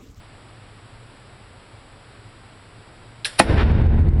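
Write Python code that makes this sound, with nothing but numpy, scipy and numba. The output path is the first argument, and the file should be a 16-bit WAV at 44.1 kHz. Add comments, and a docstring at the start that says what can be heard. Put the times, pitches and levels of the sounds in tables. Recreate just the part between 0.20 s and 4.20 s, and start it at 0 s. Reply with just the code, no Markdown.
"""Flintlock pistol in an indoor range

A flintlock fires in a concrete range, close to a camera, over steady ventilation. Flint strikes and scrapes
steel (rings and noise), priming fizzes and the vent spits (noise), then the charge goes off (shock pulse,
booth resonances, noise). Fading noise and wavering tones make the range's long low boom.
The gain control ducks under the blast and holds the boom almost level while its treble dies.
"""
import sys
import numpy as np
from scipy import signal
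from scipy.fft import rfft, irfft, next_fast_len
from scipy.io import wavfile
from scipy.ndimage import map_coordinates
from numba import njit

SR = 44100
rng = np.random.default_rng(int(sys.argv[2]) if len(sys.argv) > 2 else 0)


def inscribe(sig):
    """Save sig as 16-bit PCM at rate SR to the path in sys.argv[1].

    A 1-D sig is mono; a 2-D sig holds one channel per row.
    Samples are clipped to [-1, 1] before scaling.
    """
    pcm = np.round(np.clip(np.atleast_2d(sig).T, -1, 1) * 32767)
    wavfile.write(sys.argv[1], SR, pcm.astype(np.int16))


N = 176400
T = np.arange(N) / SR
SHOT_S = 3.1992
STRIKE_S = 3.046


def amp(db):
    """Decibels to gain."""
    return 10 ** (np.asarray(db) / 20)


def unit(x):
    """Scale to rms 1."""
    return x / np.sqrt(np.mean(x ** 2) + 1e-20)


def along(points, hz):
    """Interpolate (Hz, value) points on a log frequency axis."""
    point_hz, value = np.transpose(points)
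    return np.interp(np.log(hz + 1), np.log(point_hz + 1), value)


def filtered(x, response):
    """Multiply the spectrum of x by a gain function of Hz, with reflected edges."""
    edge = SR // 4
    size = next_fast_len(N + 2 * edge)
    padded = np.pad(x, (edge, size - N - edge), "reflect")
    spectrum = rfft(padded) * response(np.fft.rfftfreq(size, 1 / SR))
    return irfft(spectrum, size)[edge:edge + N]


def noise(spectrum):
    """Noise of rms 1 coloured by (Hz, dB) points."""
    return unit(filtered(rng.standard_normal(N), lambda hz: amp(along(spectrum, hz))))


def band(centre_hz, half_width_hz):
    """Noise of rms 1 in one resonance, at half amplitude half_width_hz off centre."""
    return unit(filtered(rng.standard_normal(N), lambda hz: 1 / (1 + ((hz - centre_hz) / half_width_hz) ** 2)))


def wobble(knots_per_s):
    """Smooth random curve through unit-variance knots."""
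    return map_coordinates(rng.standard_normal(256), [T * knots_per_s], mode="wrap")


def envelope(start_s, rise_s, hold_s, t60_s):
    """Straight rise, hold, exponential fall."""
    t = T - start_s
    fall_db = -60 * np.maximum(t - rise_s - hold_s, 0) / t60_s
    return np.clip(t / rise_s, 0, 1) * amp(fall_db)


# Resonances of the shooting booth. Each row: frequency in Hz, level in dB, T60 in seconds.
BOOTH_MODES = [(82.3, 2.5, .3), (200, 6, 0.16), (260, 7, .15), (329.6, 6, 0.12), (519.4, 10, 0.091),
               (780, 19, .02), (870, 10, 0.077), (1046, 7, .07), (1452, 2.5, 0.11), (1819, 1, 0.12),
               (1944, -1, .1), (2483, 3, .09)]
# Blast noise spectrum. Each row: frequency in Hz, relative level in dB.
BLAST_SPECTRUM = [(29, -34), (60, -3), (200, -3.5), (400, 2.5), (600, -0.5), (900, 0), (1250, -6),
                  (1900, -3.5), (2600, -7.5), (5000, -17), (7000, -24), (11000, -19), (14000, -60)]
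SHOCK_S, SHOCK_DB = 0.00046, 6
BLAST_DB, BLAST_RISE_S, BLAST_T60_S = 10, .003, 0.099
RING_HZ, RING_DB, RING_RISE_S, RING_T60_S = 3670, -27.5, .002, 1.3


def blast():
    """The muzzle's shock wave rings the booth, scatters from its walls and leaves a thin ring of steel."""
    t = np.maximum(T - SHOT_S, 0)
    shock = (T >= SHOT_S) * (1 - t / SHOCK_S) * np.exp(-t / SHOCK_S)
    booth = np.zeros(N)
    for k, (hz, db, t60_s) in enumerate(BOOTH_MODES):
        polarity = (-1) ** k
        booth += polarity * amp(db - 60 * t / t60_s) * np.sin(2 * np.pi * hz * t)
    scatter = noise(BLAST_SPECTRUM) * envelope(SHOT_S, BLAST_RISE_S, 0, BLAST_T60_S)
    ring = np.sin(2 * np.pi * RING_HZ * t) * envelope(SHOT_S, RING_RISE_S, 0, RING_T60_S)
    return amp(SHOCK_DB) * shock + booth + amp(BLAST_DB) * scatter + amp(RING_DB) * ring


# Reverberation spectrum before its fade. Each row: frequency in Hz, relative level in dB.
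BOOM_SPECTRUM = [(12, -33), (20, -13), (85, -0.5), (165, -11.5), (210, -10.5), (395, -15), (439, -15),
                 (514, -18.5), (969, -22.5), (1200, -30.5), (1480, -25), (4140, -39.5), (5390, -44),
                 (6320, -58.5), (11000, -54), (14300, -91.5), (22000, -120)]
# Reverberation time of the range. Each row: frequency in Hz, T60 in seconds.
BOOM_T60_S = [(60, 9.9), (200, 2.8), (500, 1.94), (1200, 1.81), (2500, 1.61), (5000, 1.07), (9000, .7)]
BOOM_DB, BOOM_RISE_S, BOOM_ROUGH_DB = -3, 0.09, 0.53


def reverberation():
    """Dense reflections fill the range; each frequency then fades at its own rate."""
    hz, t, bins = signal.stft(noise(BOOM_SPECTRUM), SR, nperseg=1024)
    fade = amp(-60 * np.maximum(t - SHOT_S - BOOM_RISE_S, 0) / along(BOOM_T60_S, hz)[:, None])
    wash = signal.istft(bins * fade, SR, nperseg=1024)[1][:N]
    rise = np.sqrt(np.clip((T - SHOT_S) / BOOM_RISE_S, 0, 1))
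    return amp(BOOM_DB + BOOM_ROUGH_DB * wobble(45)) * wash * rise


# Standing waves of the range. Each row: frequency in Hz, level in dB.
ROOM_MODES = [(30.5, -5.5), (56, -5), (73.9, -1.5), (83, -7), (118, -15.5), (152.8, -11), (224, -15),
              (336, -21.5), (435.5, -25)]
MODE_RISE_S, MODE_T60_S, MODE_DRIFT_RAD, MODE_ROUGH_DB = 0.19, 4.45, 0.72, 1.35


def standing_waves():
    """Low room modes build up and decay, each wavering in level and phase."""
    waves = np.zeros(N)
    for hz, db in ROOM_MODES:
        phase = 2 * np.pi * (hz * T + rng.random()) + MODE_DRIFT_RAD * wobble(8)
        waves += amp(db + MODE_ROUGH_DB * wobble(14)) * np.sin(phase)
    return waves * envelope(SHOT_S, MODE_RISE_S, 0, MODE_T60_S)


# Dull first return. Each row: frequency in Hz, relative level in dB.
THUD_SPECTRUM = [(30, -16), (60, 1), (120, 2), (200, -21), (500, -12), (1200, -27), (4000, -48.5),
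                 (11000, -70)]
THUD_S, THUD_DB, THUD_RISE_S, THUD_T60_S = 3.286, -4.5, 0.014, .25
# Echo from the far end. Each row: frequency in Hz, relative level in dB.
ECHO_SPECTRUM = [(200, -9), (700, -3.5), (1800, 1), (4000, -15), (9000, -44)]
ECHO_S, ECHO_DB, ECHO_RISE_S, ECHO_HOLD_S, ECHO_T60_S = 3.365, -9, 0.032, 0.014, .12


def returns():
    """A dull thud returns from the range, then a brighter echo from the far end."""
    thud = amp(THUD_DB) * noise(THUD_SPECTRUM) * envelope(THUD_S, THUD_RISE_S, 0, THUD_T60_S)
    echo = amp(ECHO_DB) * noise(ECHO_SPECTRUM) * envelope(ECHO_S, ECHO_RISE_S, ECHO_HOLD_S, ECHO_T60_S)
    return thud + echo


# Priming powder fizz. Each row: frequency in Hz, relative level in dB.
FIZZ_SPECTRUM = [(290, -40.5), (500, -4), (895, -15.5), (1430, -4), (5260, -9), (6310, -27.5),
                 (7090, -15.5), (11000, -14.5), (14300, -44), (22000, -120)]
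FIZZ_DB, FIZZ_RISE_S, FIZZ_T60_S = -40, .02, 1
# Vent jet. Each row: frequency in Hz, relative level in dB.
VENT_SPECTRUM = [(150, -32), (300, -5.5), (1200, -1.5), (2000, -5), (2700, 4.5), (3300, -11), (4000, -0.5),
                 (5400, -3), (7000, -17.5), (10500, 0), (14000, -54)]
VENT_PEAK_S, VENT_DB, VENT_SWELL_T60_S, VENT_FALL_T60_S = 3.195, -9, .022, 0.17


def priming():
    """Powder fizzes in the pan, then a jet swells out of the vent and dies exponentially."""
    fizz = amp(FIZZ_DB) * noise(FIZZ_SPECTRUM) * envelope(STRIKE_S, FIZZ_RISE_S, 0, FIZZ_T60_S)
    t = T - VENT_PEAK_S
    drop_db = 60 * np.maximum(t / VENT_FALL_T60_S, -t / VENT_SWELL_T60_S)
    jet = amp(VENT_DB - drop_db) * noise(VENT_SPECTRUM)
    return fizz + jet


# Blows in the lock. Each row: start in seconds, level in dB, noise centre in Hz.
BLOWS = [(3.0463, -17, 3800), (3.053, -19.5, 2720), (3.0555, -25, 1700), (3.069, -31.5, 1770)]
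BLOW_RISE_S, BLOW_T60_S, BLOW_HALF_WIDTH_HZ = .0005, 0.03, 560
# Steel resonances. Each row: frequency in Hz, relative level in dB, T60 in seconds.
STEEL_MODES = [(1653, -4, .14), (2640, -17.5, .2), (3480, -7, .2), (5660, -6, .06), (8210, -9, .23),
               (10240, -6, .19)]
STEEL_RE_BLOW_DB, STEEL_RISE_S = -18.5, 0.0007
# Flint scrape. Each row: frequency in Hz, relative level in dB.
SCRAPE_SPECTRUM = [(180, -70), (300, -47), (591, -17), (1270, -23), (1650, -5), (2470, -21), (2750, -12.5),
                   (5180, -11.5), (6490, -22.5), (11000, -14.5), (14300, -55), (22000, -120)]
SCRAPE_DB, SCRAPE_RISE_S, SCRAPE_HOLD_S, SCRAPE_T60_S = -24.5, 0.0076, 0.0051, 0.11


def lock():
    """The cock's blows ring the steel while the flint scrapes down it."""
    scrape_envelope = envelope(STRIKE_S, SCRAPE_RISE_S, SCRAPE_HOLD_S, SCRAPE_T60_S)
    out = amp(SCRAPE_DB) * noise(SCRAPE_SPECTRUM) * scrape_envelope
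    for start_s, blow_db, centre_hz in BLOWS:
        ring = np.zeros(N)
        for hz, db, t60_s in STEEL_MODES:
            tone = np.sin(2 * np.pi * (hz * T + rng.random()))
            ring += amp(db) * envelope(start_s, STEEL_RISE_S, 0, t60_s) * tone
        knock = band(centre_hz, BLOW_HALF_WIDTH_HZ) * envelope(start_s, BLOW_RISE_S, 0, BLOW_T60_S)
        out += amp(blow_db) * (knock + amp(STEEL_RE_BLOW_DB) * ring)
    return out


# Rushing air. Each row: frequency in Hz, relative level in dB.
AIR_SPECTRUM = [(12, -38.5), (20, -5), (79, -9), (111, -4), (127, -13), (141, -14), (246, -14),
                (375, -15.5), (514, -16.5), (1400, -19.5), (4850, -29.5), (5540, -37), (6320, -49.5),
                (7600, -35), (11000, -38.5), (14300, -82.5), (22000, -120)]
AIR_DB = -47
FAN_HZ, FAN_HALF_WIDTH_HZ, FAN_DB = 110, 13, -50.5
WHINE_HZ, WHINE_DB, WHINE_DRIFT_RAD = 7870, -67, .3
BUZZ_HZ, BUZZ_DEPTH = 30.2, .3


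def background():
    """Rushing air, the fan's wavering hum and a thin, buzzing whine from the camera."""
    air = amp(AIR_DB) * noise(AIR_SPECTRUM)
    fan = amp(FAN_DB) * band(FAN_HZ, FAN_HALF_WIDTH_HZ)
    buzz = 1 + BUZZ_DEPTH * np.sin(2 * np.pi * BUZZ_HZ * T)
    whine = np.sin(2 * np.pi * WHINE_HZ * T + WHINE_DRIFT_RAD * wobble(12)) * buzz
    return air + fan + amp(WHINE_DB) * whine


def scene():
    """Everything at the microphone."""
    boom = reverberation() + standing_waves() + returns()
    return (blast() + boom + priming() + lock() + background())[None]


@njit
def reduction(excess_db, grab, release_db):
    """Gain reduction in dB: it chases each peak over the limit and lets go at a steady rate."""
    out, held = np.zeros(len(excess_db)), 0.0
    for i in range(len(excess_db)):
        if excess_db[i] > held:
            held += grab * (excess_db[i] - held)
        else:
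            held = max(held - release_db, 0.0)
        out[i] = held
    return out


LIMIT_DB, GRAB_S, RELEASE_DB_PER_S = -10.5, 0.0016, 124
STEP_SAMPLES, STEPPED_SHARE = 20, .4
CLIP_LEVEL = .95
NOTCH_HZ, NOTCH_WIDTH_HZ, NOTCH_DB = 6330, 234, -24
TOP_HZ, TOP_SLOPE_HZ = 11250, 200


def record(dry):
    """The camera: gain control moving partly in small steps, clipping, a narrow treble notch, a band limit."""
    x = dry[0]
    excess_db = 20 * np.log10(np.abs(x) + 1e-9) - LIMIT_DB
    cut_db = reduction(excess_db, 1 / (GRAB_S * SR), RELEASE_DB_PER_S / SR)
    stepped_db = np.repeat(cut_db[::STEP_SAMPLES], STEP_SAMPLES)[:N]
    x = x * amp(-cut_db - STEPPED_SHARE * (stepped_db - cut_db))
    x = np.clip(x, -CLIP_LEVEL, CLIP_LEVEL)
    x = filtered(x, lambda hz: amp(NOTCH_DB * np.exp(-((hz - NOTCH_HZ) / NOTCH_WIDTH_HZ) ** 2)))
    return filtered(x, lambda hz: np.clip((TOP_HZ - hz) / TOP_SLOPE_HZ + .5, 0, 1))[None]


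dry = scene()
out = record(dry)
inscribe(out)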